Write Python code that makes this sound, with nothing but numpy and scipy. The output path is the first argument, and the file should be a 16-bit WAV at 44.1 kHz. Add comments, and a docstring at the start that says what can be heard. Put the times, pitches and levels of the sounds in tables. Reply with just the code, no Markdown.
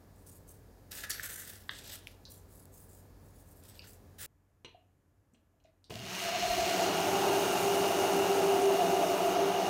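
"""A stick blender churns liquid in a tall beaker, close to the microphone in a quiet kitchen.
First a foil sachet is shaken and squeezed out, its creases crackling. The scene changes, the room
tone drops, and the steel foot knocks into the beaker. The motor spins up with a rasp, the blade
catches the liquid, gulps air and hums on as the emulsion thickens."""
import sys
import numpy as np
from scipy import signal
from scipy.fft import rfft, irfft, next_fast_len
from scipy.io import wavfile
from scipy.ndimage import uniform_filter1d, minimum_filter1d, map_coordinates

SR = 44100
rng = np.random.default_rng(int(sys.argv[2]) if len(sys.argv) > 2 else 0)


def unload_wav(signal):
    """Save mono or channel-first audio to the path in sys.argv[1] as 16-bit WAV at rate SR, clipped to [-1, 1]."""
    wavfile.write(
        sys.argv[1],
        SR,
        np.round(np.clip(np.atleast_2d(signal).T, -1, 1) * 32767).astype(np.int16),
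    )


N = 427329

# The kitchen's reverberation. Each row: frequency in Hz, seconds to fall 60 dB.
KITCHEN_DECAY = [(150, 0.38), (700, 0.39), (3000, 0.42), (7000, 0.15), (15000, 0.08)]
# Appliance tones in the room. Each row: frequency in Hz, level in dB during the sachet scene.
APPLIANCE_TONES = [(47, -65), (92, -61.5), (290, -75.5), (1700, -84), (6751, -89.5), (7127, -95.5),
                   (13873, -88.5), (14250, -95.5)]

# Spectra as heard at the microphone. Each row: frequency in Hz, relative level in dB.
SACHET_ROOM_SPECTRUM = [(12, -32.5), (20, -20), (38, 2), (95, -2), (123, -3), (284, -7), (308, -12),
                        (397, -7), (1350, -22.5), (1650, -24.5), (3040, -33.5), (4890, -30.5), (8090, -34),
                        (13700, -32), (15800, -34.5)]  # ventilation, first scene
BLENDER_ROOM_SPECTRUM = [(12, -52.5), (20, -14), (37, -12), (95, -6.5), (123, -10.5), (261, -18.5),
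                         (292, -13.5), (326, -18), (1650, -32), (3910, -44.5), (7230, -41.5), (8310, -44),
                         (12600, -42), (13700, -46), (15800, -53)]  # ventilation, second scene
CRINKLE_SPECTRUM = [(2060, -20.5), (3500, -14), (4360, -10), (4980, -10.5), (6300, -6), (7100, -1.5),
                    (8050, 0.5), (8800, 1), (9300, -3.5), (10200, 0), (14500, -1), (15800, -1.5)]  # creasing foil
POUCH_SPECTRUM = [(400, -21), (900, -25.5), (1130, -13.5), (1350, -2), (1800, 3), (2150, -5), (2700, -16.5),
                  (5000, -32)]  # hollow rustle of the pouch
RUBBING_SPECTRUM = [(300, -6.5), (580, -1.5), (850, -4.5), (1500, -26), (2400, -3.5), (3000, -0.5),
                    (3700, 1.5), (4300, -1.5), (5100, 0), (6500, -4), (10000, -27)]  # dry rub of the pouch
RASP_SPECTRUM = [(500, -16.5), (1200, -4), (1700, -5.5), (2100, -5), (2500, -3.5), (3200, -7), (4800, -10),
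                 (6500, -10.5), (7500, -30.5), (9000, -39), (15000, -50.5)]  # bearings
FIZZ_SPECTRUM = [(2000, -13), (4000, -4.5), (7000, 5), (8000, 2.5), (10000, 0), (12200, 1.5), (13000, -5),
                 (13800, 0), (15000, 0), (15800, -11)]  # brushes
RATTLE_SPECTRUM = [(1000, -20), (3000, 1), (5000, 1), (6500, -18), (9000, -10), (15000, -20)]  # shaft coupling
CHURN_SPECTRUM = [(60, -41), (110, -13), (140, -29), (170, -4.5), (220, -19), (280, -6.5), (335, -6),
                  (375, 0.5), (420, -3), (495, -8.5), (522, -14.5), (550, -7), (595, -10.5), (635, -13.5),
                  (900, -38.5)]  # body of the liquid
SLOSH_SPECTRUM = [(520, -27), (600, 6), (640, -7), (720, 2.5), (780, 4), (860, 2.5), (1050, -6),
                  (1350, -5.5), (1650, -14.5), (2400, -25.5), (5000, -49)]  # splashing
SPRAY_SPECTRUM = [(600, -13), (1200, -4), (2100, 4), (2900, 2.5), (4300, -1.5), (5000, 1), (6500, -1),
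                  (7800, -4.5), (9000, -11.5), (15000, -11)]  # thin liquid hitting the wall
GURGLE_SPECTRUM = [(25, -35), (55, -20), (90, -8), (115, -0.5), (140, -5.5), (220, -3), (500, -55)]  # deep swirling
THUMP_SPECTRUM = [(15, -11), (42, -3), (65, -7), (120, -15), (300, -52)]  # swallowed air

# Light shakes that only crinkle the foil. Each row: end of attack, attack and hold in seconds, level in dB.
FOIL_SHAKES = [(0.168, .03, 0.06, -70), (0.269, 0.0081, 0.009, -55.5), (0.324, .01, 0.049, -67),
               (0.488, 0.02, 0.019, -57), (2.32, 0.037, 0.01, -51), (2.527, .05, 0.075, -59),
               (2.748, .035, 0.075, -58), (2.93, 0.053, 0.047, -60), (3.27, .08, .03, -70),
               (3.37, 0.037, 0.046, -67), (3.49, 0.035, 0.03, -63.5), (3.58, .03, .025, -68),
               (3.678, 0.046, 0.014, -58.5), (3.76, .02, .025, -66), (3.88, .04, .015, -57)]
# Squeezes of the pouch. 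Each row: end of attack and hold in seconds, relative levels of crinkle,
# pouch and rubbing in dB, swell over the hold in dB.
POUCH_SQUEEZES = [(0.917, 0.077, -48, -57.5, -50, 4.5), (1.039, 0.014, -52, -46.5, -47, -6),
                  (1.103, .014, -33, -40, -43, -11), (1.136, .1, -54.5, -57, -53.5, 6.5),
                  (1.239, 0.026, -42.5, -49, -54, -3.5), (1.297, 0.12, -48, -58.5, -55, 3.5),
                  (1.453, 0.053, -53, -62, -55, 3.5), (1.536, 0.16, -56.5, -66, -59.5, -12.5),
                  (1.71, 0.038, -60, -58.5, -53, -6), (1.751, 0.15, -59, -71, -53.5, 5.5),
                  (1.919, 0.021, -51, -61.5, -51, 3), (1.993, 0.12, -78, -89, -73.5, 12.5),
                  (3.63, 0.14, -81, -78, -64.5, 3), (3.835, 0.03, -73, -65, -64, -1),
                  (4.191, 0.061, -48, -57, -50.5, 2.5)]
# Foil snaps, then small clicks of the blender. Each row: start in seconds, peak in dB, centre in Hz,
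# relative bandwidth, send to the room in dB.
SNAPS_AND_CLICKS = [(0.919, -34.5, 7100, 0.79, -15), (1.106, -21, 5460, 0.61, 0), (1.116, -25, 4000, 1, -7),
                    (1.1965, -27.5, 1780, 0.29, -20), (1.557, -42, 8000, 0.88, -14),
                    (1.693, -24.5, 1550, 0.48, -9.5), (1.6932, -28, 3400, 0.16, -6),
                    (2.071, -31.5, 2560, 0.4, -15.5), (2.0713, -39, 9000, 1, -15),
                    (2.253, -39, 4700, 0.37, 2.5), (2.655, -39, 9800, 0.96, -15),
                    (2.803, -46, 9100, 0.31, -14), (2.932, -47, 9200, 0.43, -12),
                    (3.637, -46, 9000, .8, -14), (3.793, -38, 4400, 0.12, -7), (3.793, -42, 2650, 0.22, -2),
                    (3.821, -47, 3800, 0.45, 4), (3.933, -42, 9000, 0.74, 5), (5.337, -61, 6980, 0.44, 5),
                    (5.35, -63, 2510, 0.42, -0.5), (5.64, -61, 6000, .5, 3), (5.656, -58, 2500, 0.44, 0),
                    (5.8425, -46.5, 4580, 0.5, 2), (6.131, -33, 3200, 0.41, -16)]
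# The steel foot meets the beaker. Each row: start in seconds, peak in dB, treble cutoff in Hz.
FOOT_KNOCKS = [(4.6472, -34, 5500), (4.655, -40.5, 5000), (4.693, -54, 6000), (5.335, -60, 200),
               (5.346, -59.5, 6000), (5.601, -64, 12000), (5.645, -61, 7000), (5.897, -45, 900),
               (5.906, -31.5, 1500)]
# The beaker's modes. Each row: frequency in Hz, relative level in dB, seconds to fall 60 dB.
BEAKER_MODES = [(230, -22, .04), (345, -9, .045), (466, 4, 0.044), (1000, -2, .04), (1252, -6.5, 0.03),
                (2110, -20, .035), (2580, 3, 0.036), (2860, 8.5, 0.038), (3190, 4, .034),
                (3600, -1.5, 0.033), (4100, 3.5, 0.074), (6000, 5, 0.03), (8500, -2, .03)]
# Short notes near the blade guard: air escaping from under it, and at 5.33 s a low thud of the foot on the
# beaker. Each row: start in seconds, peak in dB, pitch in Hz.
GLUGS_AND_THUD = [(4.746, -49.5, 697), (5.332, -60, 236), (5.345, -71.5, 654), (5.538, -68, 680),
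                  (5.649, -55, 653), (5.92, -40.5, 667)]
# The shaft's speed. Each row: time in seconds, turns a second.
SHAFT_SPEED = [(5.89, 60), (5.96, 122), (6.04, 140), (6.12, 184), (6.3, 201), (6.45, 199), (6.75, 190),
               (6.9, 197), (7.1, 200.3), (7.5, 199.1), (8.5, 197.3), (9.69, 197.2)]
# Resonances and notches of the motor housing. Each row: centre in Hz, width in Hz, gain in dB.
HOUSING_BANDS = [(2840, 230, 9.5), (3700, 80, 6), (4300, 250, 2), (5550, 450, 2.5), (6450, 380, 5),
                 (7830, 150, 2), (8450, 350, -4), (8920, 380, 9), (10000, 200, 2), (10350, 300, -2),
                 (11050, 350, 3), (11500, 250, -3), (12300, 450, 3), (12900, 500, -3), (14500, 600, 7),
                 (15400, 350, -3)]
# Modes of the air column above the liquid. Each row: centre in Hz, width in Hz, relative level in dB.
COLUMN_MODES = [(651.7, 13.6, -0.5), (688, 51, 4), (731, 40, -3.5)]
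# Tones of the shaft. Each row: multiple of the shaft speed, relative level in dB.
SHAFT_HARMONICS = [(1, -50), (3, -64.5), (5, -51), (6, -53)]
# Air pockets drawn into the vortex. Each row: end of attack and hold in seconds, thump and ring in dB.
VORTEX_GULPS = [(6.26, 0.033, -63, -39.5), (6.34, 0.023, -70, -38.5), (6.429, 0.032, -52, -34),
                (6.508, 0.023, -48, -34), (6.585, 0.031, -47, -40), (8.798, 0.064, -75, -28.5),
                (8.974, .05, -75, -37), (9.255, .06, -57, -30.5), (9.366, 0.045, -73, -36)]

# Level curves of the running blender. Each row: time in seconds, relative level in dB.
FIZZ_CURVE = [(5.92, -62), (5.94, -67), (6.23, -48), (6.35, -56), (6.49, -50), (6.95, -50), (6.98, -47),
              (7.58, -44), (9.33, -49), (9.36, -53), (9.69, -51)]  # the brushes' treble
COLUMN_CURVE = [(5.9, -62), (6.12, -50), (6.3, -48), (6.6, -36.5), (6.75, -33), (6.97, -40), (7.15, -43),
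                (7.5, -38), (8.35, -38.5), (8.6, -35.5), (9.1, -36), (9.69, -37)]  # the air column between gulps
BEAT_CURVE = [(5.9, -85), (6.72, -58), (6.9, -33.5), (7.03, -49.5), (7.4, -34), (7.57, -43), (7.68, -34),
              (8.1, -35.5), (8.66, -27), (8.85, -31.5), (9.22, -42), (9.44, -29), (9.69, -45.5)]  # the blade's beat as the foot moves in the liquid

# How each part follows the blender. Each row: gain in dB at full speed and load, then the change
# in dB per doubling of speed, when unloaded and once thick.
RASP_RESPONSE = (-39, 19.5, -1, -2)
CHURN_RESPONSE = (-36, 7, -16.5, 1)
SLOSH_RESPONSE = (-36, 28, -17, -1)
GURGLE_RESPONSE = (-49.5, 19, -5.5, -9)
SHAFT_RESPONSE = (-3.5, 14, -2, 2.5)
OCTAVE_RESPONSE = (-42, 10, -38, -3.5)

SCENE_CHANGE_S, SWITCH_ON_S, FULL_TURNS_PER_S = 4.262, 5.897, 200
CATCH_S, CATCH_RISE_S = 6.15, 0.79  # the blade draws in the liquid and takes up the load
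THICKEN_S, THICKEN_RISE_S = 7.84, 1.07  # the emulsion sets


def amp(db):
    """Decibels to gain."""
    return 10 ** (np.asarray(db) / 20)


def unit(x):
    """Scale to rms 1."""
    return x / np.sqrt(np.mean(x ** 2) + 1e-20)


def along(points, hz):
    """Interpolate (Hz, value) points on a log frequency axis."""
    freqs, values = np.transpose(points)
    return np.interp(np.log(hz + 1), np.log(freqs + 1), values)


def clock():
    """The time of every sample in seconds."""
    return np.arange(N) / SR


def level(points):
    """A gain curve from (s, dB) points."""
    return amp(np.interp(clock(), *np.transpose(points)))


def ramp(start_s, rise_s):
    """A straight rise from 0 to 1."""
    return np.clip((clock() - start_s) / rise_s, 0, 1)


def stroke(s, hold_s, attack_s, fall_db_per_s, swell_db=0):
    """An attack ending at s, a hold that swells or fades, and a release."""
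    release_db = fall_db_per_s * np.clip(clock() - s - hold_s, 0, 1)
    return ramp(s - attack_s, attack_s) * amp(swell_db * ramp(s, hold_s) - release_db)


def swell(peak_s, width_s):
    """A bell-shaped rise and fall."""
    return np.exp(-((clock() - peak_s) / width_s) ** 2)


def follow(response, speed):
    """Gain of one part from the shaft speed, the load on the blade and the emulsion's thickness."""
    full_db, doubling_db, unloaded_db, thick_db = response
    doublings = np.log2(speed / FULL_TURNS_PER_S)
    load, thickness = ramp(CATCH_S, CATCH_RISE_S), ramp(THICKEN_S, THICKEN_RISE_S)
    return amp(full_db + doubling_db * doublings + unloaded_db * (1 - load) + thick_db * thickness)


def noise():
    """White noise."""
    return rng.standard_normal(N)


def grains(rate, spread_db):
    """Random impulses of uneven size, rate a second, at rms 1."""
    return unit((rng.random(N) < rate / SR) * noise() * amp(spread_db * np.clip(noise(), -2, 2)))


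def wobble(rate):
    """A smooth random curve, rate knots a second."""
    knots = rng.standard_normal(int(N * rate / SR) + 4)
    steps = np.linspace(0, len(knots) - 1, 10 * len(knots))
    return np.interp(clock() * rate, steps, map_coordinates(knots, [steps]))


def filtered(x, response):
    """x through a frequency response."""
    size = next_fast_len(len(x) + 8192)
    return irfft(rfft(x, size) * response(np.fft.rfftfreq(size, 1 / SR)), size)[:len(x)]


def coloured(x, spectrum):
    """x through a (Hz, dB) spectrum, at rms 1."""
    return unit(filtered(x, lambda hz: amp(along(spectrum, hz))))


def resonance(hz, centre_hz, width_hz):
    """A causal resonance with peak gain 1."""
    return 1j * hz * width_hz / (centre_hz ** 2 - hz ** 2 + 1j * hz * width_hz)


def patchy(x, depth_db):
    """The colour flickers: narrow bands come and go within a tenth of a second."""
    bands = signal.stft(x, nperseg=512)[2]
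    flicker = rng.standard_normal(bands.shape)
    for _ in range(2):
        flicker = uniform_filter1d(uniform_filter1d(flicker, size=5, axis=0), size=11, axis=1)
    return unit(signal.istft(bands * amp(depth_db * unit(flicker)), nperseg=512)[1][:N])


def add(track, s, db, sound):
    """Lay a sound into the track at a peak level."""
    part = track[round(s * SR):][:len(sound)]
    part += (amp(db) * sound / np.abs(sound).max())[:len(part)]


def in_kitchen(x, wet_db):
    """The direct sound plus the room's tail, each frequency dying at its own speed."""
    hz, t, bands = signal.stft(rng.standard_normal(SR // 2), SR, nperseg=256)
    decay = amp(-60 * t / along(KITCHEN_DECAY, hz)[:, None])
    tail = signal.istft(bands * decay, SR, nperseg=256)[1]
    tail *= 1 - np.exp(-np.arange(len(tail)) / SR / 0.002)
    return x + amp(wet_db) * signal.fftconvolve(x, tail / np.linalg.norm(tail))[:N]


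def room_tone():
    """Ventilation and a wavering appliance hum in the background, much fainter in the second scene."""
    t = clock()
    whine = sum(amp(db) * np.sqrt(2) * np.sin(2 * np.pi * hz * t + 0.79 * wobble(29))
                for hz, db in APPLIANCE_TONES)
    near = amp(-59) * coloured(noise(), SACHET_ROOM_SPECTRUM) + whine
    far = amp(-72) * coloured(noise(), BLENDER_ROOM_SPECTRUM) + amp(-13.5) * whine
    return np.where(t < SCENE_CHANGE_S, near, far)


def sachet():
    """Clumps of tiny creases crackle in the flexing foil; squeezed, the pouch also rustles and rubs."""
    crisp = sum(amp(db) * stroke(s, hold, attack, fall_db_per_s=204)
                for s, attack, hold, db in FOIL_SHAKES)
    hollow, rough = np.zeros(N), np.zeros(N)
    for s, hold, crinkle_db, pouch_db, rubbing_db, swell_db in POUCH_SQUEEZES:
        grip = stroke(s, hold, attack_s=0.0098, fall_db_per_s=296.5, swell_db=swell_db)
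        crisp += amp(crinkle_db) * grip
        hollow += amp(pouch_db) * grip
        rough += amp(rubbing_db) * grip
    clumps = unit(amp(2.2 * wobble(130)))
    creases = patchy(grains(rate=7000, spread_db=2.5), depth_db=2.8)
    crinkle = crisp * coloured(creases, CRINKLE_SPECTRUM)
    pouch = hollow * coloured(grains(rate=4000, spread_db=2.5), POUCH_SPECTRUM)
    friction = patchy(grains(rate=7000, spread_db=3.5), depth_db=1)
    rubbing = amp(-4) * rough * coloured(friction, RUBBING_SPECTRUM)
    return in_kitchen(clumps * (crinkle + pouch + rubbing), wet_db=-11.5)


def snaps():
    """The foil snaps and the blender clicks: millisecond bursts, each with its own colour and room."""
    direct, sent, t = np.zeros(N), np.zeros(N), np.arange(SR // 50) / SR
    for s, db, centre_hz, width, room_db in SNAPS_AND_CLICKS:
        burst = np.exp(-t / 0.00082) * rng.standard_normal(len(t))
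        snap = filtered(burst, lambda hz: resonance(hz, centre_hz, 2 * centre_hz * width) ** 3)
        add(direct, s, db, snap)
        add(sent, s, db + room_db, snap)
    tail = in_kitchen(sent, wet_db=-2) - sent
    return direct + tail


def knocks():
    """The foot rings the liquid-damped beaker: harder contact is brighter, loose contact blurs modes."""
    track, t = np.zeros(N), np.arange(SR // 5) / SR
    blur = lambda hz: 0.44 * np.sqrt(hz / SR) * np.cumsum(rng.standard_normal(len(t)))
    for s, db, cutoff_hz in FOOT_KNOCKS:
        ring = sum(amp(mode_db - 60 * t / t60) * np.sin(2 * np.pi * hz * t + blur(hz))
                   for hz, mode_db, t60 in BEAKER_MODES)
        crack = 0.5 * amp(-60 * t / 0.022) * rng.standard_normal(len(t))
        add(track, s, db, filtered(ring + crack, lambda hz: 1 / (1 + 1j * hz / cutoff_hz) ** 2))
    return track


def glugs():
    """Liquid slaps and trapped air slips from under the blade guard, and the foot thuds low on the beaker; each
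    time a short note."""
    track, t = np.zeros(N), np.arange(SR // 5) / SR
    for s, db, pitch_hz in GLUGS_AND_THUD:
        add(track, s, db, np.sin(2 * np.pi * pitch_hz * t) * t * np.exp(-t / 0.0038))
    return track


def housing(hz):
    """The motor housing's gain: its resonances and notches colour the parts inside."""
    return amp(sum(db / (1 + (2 * (hz - centre) / width) ** 2) for centre, width, db in HOUSING_BANDS))


def scrape(turns, depth):
    """Gritty friction that swells once a turn, heard through the housing."""
    friction = noise() + 0.49 * grains(rate=2500, spread_db=1.5)
    pulse = 1 + depth * np.cos(2 * np.pi * turns)
    return patchy(filtered(pulse * friction, housing), depth_db=0.57)


def motor(speed, turns):
    """Bearings rasp and brushes fizz; the coupling ticks at spin-up and a bearing sings as load builds."""
    bearings, brushes = scrape(turns, depth=.24), scrape(turns, depth=.34)
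    rasp = follow(RASP_RESPONSE, speed) * coloured(bearings, RASP_SPECTRUM)
    fizz = amp(1.5) * level(FIZZ_CURVE) * coloured(brushes, FIZZ_SPECTRUM)
    ticks = coloured(filtered(grains(rate=60, spread_db=2), housing), RATTLE_SPECTRUM)
    rattle = amp(-55.5) * stroke(SWITCH_ON_S, hold_s=.3, attack_s=.005, fall_db_per_s=60) * ticks
    singing = unit(filtered(noise(), lambda hz: resonance(hz, centre_hz=4200, width_hz=300) ** 2))
    squeal = amp(-47) * swell(peak_s=6.62, width_s=0.37) * singing
    return rasp + fizz + rattle + squeal


def liquid(speed):
    """Collapsing air pockets churn, slosh and sound the air column; thin liquid sprays the wall."""
    surge = unit(amp(1.06 * wobble(25)))
    churn = follow(CHURN_RESPONSE, speed) * coloured(grains(rate=3000, spread_db=1.5), CHURN_SPECTRUM)
    slosh = follow(SLOSH_RESPONSE, speed) * coloured(grains(rate=3500, spread_db=0.5), SLOSH_SPECTRUM)
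    droplets = coloured(grains(rate=5000, spread_db=1.5), SPRAY_SPECTRUM)
    spray = amp(-39.5) * swell(peak_s=6.63, width_s=0.5) * droplets
    tube = lambda hz: sum(amp(db) * np.abs(resonance(hz, centre, width)) ** 2
                          for centre, width, db in COLUMN_MODES)
    column = amp(1) * level(COLUMN_CURVE) * unit(filtered(noise(), tube))
    first_swirl = amp(-48) * stroke(SWITCH_ON_S, hold_s=.13, attack_s=.005, fall_db_per_s=125)
    stirring = follow(GURGLE_RESPONSE, speed) * amp(0.96 * wobble(8))
    gurgle = (stirring + first_swirl) * coloured(noise(), GURGLE_SPECTRUM)
    return surge * (churn + slosh + spray) + column + gurgle


def blade_hum(speed, turns):
    """The two-winged blade beats the liquid; each overtone flutters with the uneven load."""
    def tone(order):
        flutter = amp(1.8 * wobble(22))
        return np.sqrt(2) * flutter * np.sin(2 * np.pi * order * turns + .15 * wobble(30))
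    shaft = sum(amp(db) * tone(order) for order, db in SHAFT_HARMONICS)
    beat = level(BEAT_CURVE) * tone(order=2)
    octave = follow(OCTAVE_RESPONSE, speed) * amp(2.5 * wobble(6)) * tone(order=4)
    return beat + octave + follow(SHAFT_RESPONSE, speed) * shaft


def gulps(ring_hz=689):
    """The vortex swallows air pockets, which thump and ring the air column with a wavering note."""
    thump = coloured(noise(), THUMP_SPECTRUM)
    note = np.sqrt(2) * np.sin(2 * np.pi * ring_hz * clock() + 1.64 * wobble(50))
    track = np.zeros(N)
    for s, hold, thump_db, ring_db in VORTEX_GULPS:
        envelope = stroke(s, hold, attack_s=.015, fall_db_per_s=297)
        track += envelope * (amp(thump_db) * thump + amp(ring_db) * note)
    return track


def blender():
    """The shaft spins up, sags as the blade bites, then holds; motor, liquid and hum follow it."""
    speed = np.interp(clock(), *np.transpose(SHAFT_SPEED)) * (1 + .001 * wobble(12))
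    turns = np.cumsum(speed) / SR
    running = ramp(SWITCH_ON_S, rise_s=0.0037)
    mixing = running * (motor(speed, turns) + liquid(speed)) + gulps()
    return in_kitchen(mixing, wet_db=-12.5) + running * blade_hum(speed, turns)


def scene():
    """One microphone in the kitchen: the sachet until the scene changes, then the blender."""
    foil_and_clicks = sachet() * (clock() < SCENE_CHANGE_S) + snaps()
    beaker = in_kitchen(knocks() + glugs(), wet_db=-7)
    return (foil_and_clicks + beaker + blender() + room_tone())[None]


def limited(x, ceiling=.125):
    """A fast look-ahead limiter holds the peaks under the ceiling."""
    needed = ceiling / np.maximum(np.abs(x), ceiling)
    return x * uniform_filter1d(minimum_filter1d(needed, size=220), size=220)


def record(dry):
    """The microphone drops the lowest bass; a limiter and a treble cutoff follow."""
    low_hz, top_hz = 36, 15850
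    low_cut = lambda hz: 1 - 1 / (1 + (hz / low_hz) ** 8)
    band_limit = lambda hz: np.clip((top_hz - hz) / 300 + .5, 0, 1)
    return np.array([filtered(limited(filtered(channel, low_cut)), band_limit) for channel in dry])


dry = scene()
out = record(dry)
unload_wav(out)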